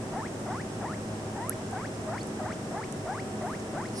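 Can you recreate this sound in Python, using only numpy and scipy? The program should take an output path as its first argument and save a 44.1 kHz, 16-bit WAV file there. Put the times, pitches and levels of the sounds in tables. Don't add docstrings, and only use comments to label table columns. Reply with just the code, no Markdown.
import sys
import numpy as np
from scipy import signal
from scipy.fft import rfft, irfft, next_fast_len
from scipy.io import wavfile
from scipy.ndimage import map_coordinates

SR = 44100
rng = np.random.default_rng(int(sys.argv[2]) if len(sys.argv) > 2 else 0)


def int16_out(signal):
    q = np.round(np.clip(np.atleast_2d(signal).T, -1, 1) * 32767)
    wavfile.write(sys.argv[1], SR, q.astype(np.int16))


N = 176400

# f/Hz, level/dB
MOTOR_LINES = [(107.7, -46.5), (215.3, -46), (382.2, -49), (635.2, -52.5), (764.4, -55)]
# f/Hz, relative level/dB
MID_SPECTRUM = [(25, -18), (50, -15.5), (110, -0.5), (330, -2.5), (650, -9.5), (1300, -19), (1900, -23),
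                (4000, -50)]
SIDE_SPECTRUM = [(25, -21), (150, 2), (600, 6), (2000, -2), (5000, -27)]
# f/Hz, relative level left/dB, right/dB
HISS_SPECTRA = [(1190, -4, -18), (2660, 8, 5), (4750, 0.5, 1.5), (5000, 8, 3.5), (7000, 6, 5),
                (8070, -1, 10), (10060, -7, 0.5), (13200, -44, -18.5)]
# level left/dB, right/dB
HISS_LEVELS = [-51, -48.5]
# f/Hz, relative level/dB
RUSTLE_SPECTRUM = [(6000, -22), (10700, 0), (13000, -16)]
# t/s, level/dB
FIZZ_ENVELOPE = [(3.93, -64), (3.948, -50), (3.995, -39.5)]
# f/Hz, bandwidth/Hz, relative level/dB
FIZZ_RESONANCES = [(4750, 210, -4), (5290, 270, 1.5), (9310, 78, 7)]
# t/s, relative level/dB, f/Hz
MOUTH_CLICKS = [(1.4954, -5.5, 10600), (1.508, -33, 10000), (1.711, -30, 8900), (2.232, -23.5, 8000),
                (2.272, -27, 9500), (2.9252, -19, 8500), (3.599, -30, 6700)]
# frequency ratio, relative level/dB
MODES = [(.58, -19), (.85, -5.5), (1, 0), (1.32, -20)]
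# t/s, f/Hz
CONTOURS = [
    [(0.118, 696), (0.139, 600), (0.195, 920), (0.208, 891), (0.24, 1350), (0.265, 2110), (0.282, 3180)],
    [(0.455, 797), (0.477, 606), (0.535, 892), (0.59, 1474), (0.612, 2070), (0.633, 3670)],
    [(0.808, 816), (0.835, 673), (0.862, 974), (0.872, 892), (0.887, 1130), (0.92, 1400), (0.943, 1990),
     (0.955, 2610)],
    [(1.352, 877), (1.378, 910), (1.386, 745), (1.411, 874), (1.456, 999), (1.502, 1376), (1.523, 1800),
     (1.552, 4200)],
    [(1.713, 926), (1.724, 785), (1.763, 750), (1.84, 1360), (1.855, 1866), (1.868, 3130), (1.887, 4750)],
    [(2.06, 776), (2.072, 611), (2.127, 709), (2.163, 1058), (2.194, 3120), (2.211, 4400), (2.225, 4740)],
    [(2.388, 897), (2.417, 623.7), (2.443, 615), (2.487, 1031), (2.508, 1334), (2.53, 2780), (2.548, 3930)],
    [(2.71, 872), (2.724, 587.5), (2.76, 779), (2.8, 897), (2.835, 1964), (2.862, 3950)],
    [(3.052, 785), (3.064, 565), (3.085, 698), (3.13, 836), (3.158, 1148), (3.17, 1203), (3.195, 1965),
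     (3.22, 3400)],
    [(3.405, 791), (3.42, 607.4), (3.46, 721), (3.525, 1400), (3.55, 2060), (3.57, 3780)],
    [(3.73, 616), (3.746, 560), (3.835, 1228), (3.858, 2000), (3.884, 4140), (3.895, 4990)],
]
# gain/dB, tilt above CLEAN_HZ/(dB per octave), undertone level/dB, undertone t/s
CALL_BALANCE = [(0.5, -2, -8.5, 0.15), (1.5, -2.5, -12, 0.528), (1, -3, -16, 0.83), (0, -1.5, -19, 1.4),
                (-0.5, 1.5, -10, 1.79), (0.5, 2, -6.5, 2.15), (1.5, 3, -7, 2.485), (1, 0.5, -12.5, 2.765),
                (1.5, 0.5, -17.5, 3.08), (1.5, -2.5, -17, 3.45), (0.5, -1, -10, 3.795)]
# f/Hz, relative level/dB
VOICE_STRENGTH = [(580, -36.5), (780, -34), (1100, -39.5), (1900, -44), (2400, -42.5), (3700, -47.5)]
# f/Hz, gain/dB
VOCAL_TRACT = [(1100, 0), (2050, 2.5), (2650, -14), (3800, -12), (4600, 3), (5800, 4.5), (9000, -10)]
# f/Hz, relative level/dB
RASP_SPECTRUM = [(400, 2), (700, 13.5), (1950, -3.5), (2800, -48)]
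# f/Hz, left minus right/dB
VOICE_BALANCE = [(1400, 2), (1800, 2.5), (2250, 12.5), (2900, -1)]

CLEAN_HZ = 1065


def amp(db):
    return 10 ** (np.asarray(db) / 20)


def unit(x):
    return x / np.sqrt(np.mean(x ** 2) + 1e-20)


def along(points, hz):
    f, values = np.transpose(points)
    return np.interp(np.log(hz + 1), np.log(f + 1), values)


def wobble(rate, size=N):
    return map_coordinates(rng.standard_normal(4096), [np.arange(size) * rate / SR], mode="wrap")


def filtered(x, response):
    size = next_fast_len(N + 8192)
    return irfft(rfft(x, size) * response(np.fft.rfftfreq(size, 1 / SR)), size)[..., :N]


def noise(spectrum, white=None):
    if white is None:
        white = rng.standard_normal(N)
    return unit(filtered(white, lambda hz: amp(along(spectrum, hz))))


def pan(db):
    return amp(np.array([[.5], [-.5]]) * db)


def right_first(pair, lead_s=.00018):
    return filtered(pair, lambda hz: np.exp(1j * np.pi * hz * lead_s * np.array([[-1], [1]])))


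def room(x, t60_s=.17):
    t = np.arange(SR // 3) / SR
    tail = rng.standard_normal((2, len(t))) * amp(-60 * t / t60_s) * (t > .003)
    return signal.fftconvolve(x[None], tail / np.linalg.norm(tail[0]), axes=1)[:, :N]


def motor(waver_db=1.8, drift_rad=.39):
    t = np.arange(N) / SR
    hum = np.zeros(N)
    for hz, db in MOTOR_LINES:
        peak = np.sqrt(2) * amp(db + waver_db * wobble(5.87))
        hum += peak * np.sin(2 * np.pi * hz * t + drift_rad * wobble(10))
    mid = amp(-37.5) * noise(MID_SPECTRUM) + hum
    side = amp(-47) * noise(SIDE_SPECTRUM)
    return np.array([mid + side, mid - side])


def hiss(correlation=.075):
    shared = np.sqrt(correlation) * rng.standard_normal(N)
    hz, *spectra = np.transpose(HISS_SPECTRA)
    pair = []
    for db, spectrum in zip(HISS_LEVELS, spectra):
        white = shared + np.sqrt(1 - correlation) * rng.standard_normal(N)
        pair.append(amp(db) * noise(np.c_[hz, spectrum], white))
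    return right_first(np.array(pair))


def suckling(start_s=3.41, length_s=.17):
    progress = np.clip((np.arange(N) / SR - start_s) / length_s, 0, 1)
    return amp(-62) * np.sin(np.pi * progress) * noise(RUSTLE_SPECTRUM)


def fizz():
    def response(hz):
        return sum(amp(db) * 1j * hz * width / (centre ** 2 - hz ** 2 + 1j * hz * width)
                   for centre, width, db in FIZZ_RESONANCES)
    envelope = amp(np.interp(np.arange(N) / SR, *np.transpose(FIZZ_ENVELOPE)))
    return envelope * unit(filtered(rng.standard_normal(N), response))


def clicks(rise_s=.0002, t60_s=.0018):
    t = np.arange(SR // 40) / SR
    envelope = (1 - np.exp(-(t / rise_s) ** 2)) * amp(-60 * t / t60_s)
    train = np.zeros(N)
    for start_s, db, hz in MOUTH_CLICKS:
        ring = sum(amp(level) * np.sin(2 * np.pi * hz * ratio * t) for ratio, level in MODES)
        train[round(start_s * SR):][:len(t)] += 2 * amp(db) * ring * envelope
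    return train


def teat():
    clicking = clicks()
    direct = (clicking + fizz() + suckling()) * pan(-5.5)
    return right_first(direct) + amp(-27) * room(clicking)


def squeak(contour, gain_db, tilt_db, undertone_db, undertone_s):
    times, pitches = np.transpose(contour)
    size = int((times[-1] - times[0]) * SR)
    t = np.arange(size) / SR
    hz = np.exp(np.interp(t + times[0], times, np.log(pitches)))
    rough = 1 / (1 + (hz / CLEAN_HZ) ** 8)
    husky = np.exp(-((t - .019) / .0086) ** 2)
    doubling = amp(undertone_db) * np.exp(-((t + times[0] - undertone_s) / .035) ** 2)
    jitter = .021 * (rough + husky) * wobble(110, size)
    phase = 2 * np.pi * np.cumsum(hz * (1 + jitter)) / SR
    shimmer_db = 1.5 * wobble(125, size)
    tone = amp(along(VOCAL_TRACT, hz) + shimmer_db) * np.sin(phase)
    for ratio, gain in [(1.5, doubling), (2, amp(-13.8)), (2.5, amp(-9) * doubling), (3, amp(-23.8))]:
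        partial_db = along(VOCAL_TRACT, ratio * hz) + 4.5 * rough * wobble(90, size)
        smear_rad = .5 * rough * wobble(290, size)
        tone += gain * amp(partial_db) * np.sin(ratio * phase + smear_rad)
    octaves_above = np.maximum(np.log2(hz / CLEAN_HZ), 0)
    effort_db = gain_db + along(VOICE_STRENGTH, hz) + tilt_db * octaves_above
    attack = np.minimum(t / .009, 1)
    release = np.minimum((t[-1] - t) / .011, 1)
    envelope = amp(effort_db) * attack * release
    return tone * envelope * amp(-3 * husky), envelope * rough * (1 + husky)


def guinea_pig():
    voice, rasp_envelope = np.zeros((2, N))
    for contour, balance in zip(CONTOURS, CALL_BALANCE):
        tone, envelope = squeak(contour, *balance)
        start = round(contour[0][0] * SR)
        voice[start:start + len(tone)] += tone
        rasp_envelope[start:start + len(tone)] += envelope
    voice += amp(-12) * rasp_envelope * noise(RASP_SPECTRUM)
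    direct = filtered(voice, lambda hz: pan(along(VOICE_BALANCE, hz)))
    return direct + amp(-16) * room(voice)


def scene():
    return guinea_pig() + teat() + motor() + hiss()


def record(dry):
    return filtered(dry, lambda hz: hz < 14700)


dry = scene()
out = record(dry)
int16_out(out)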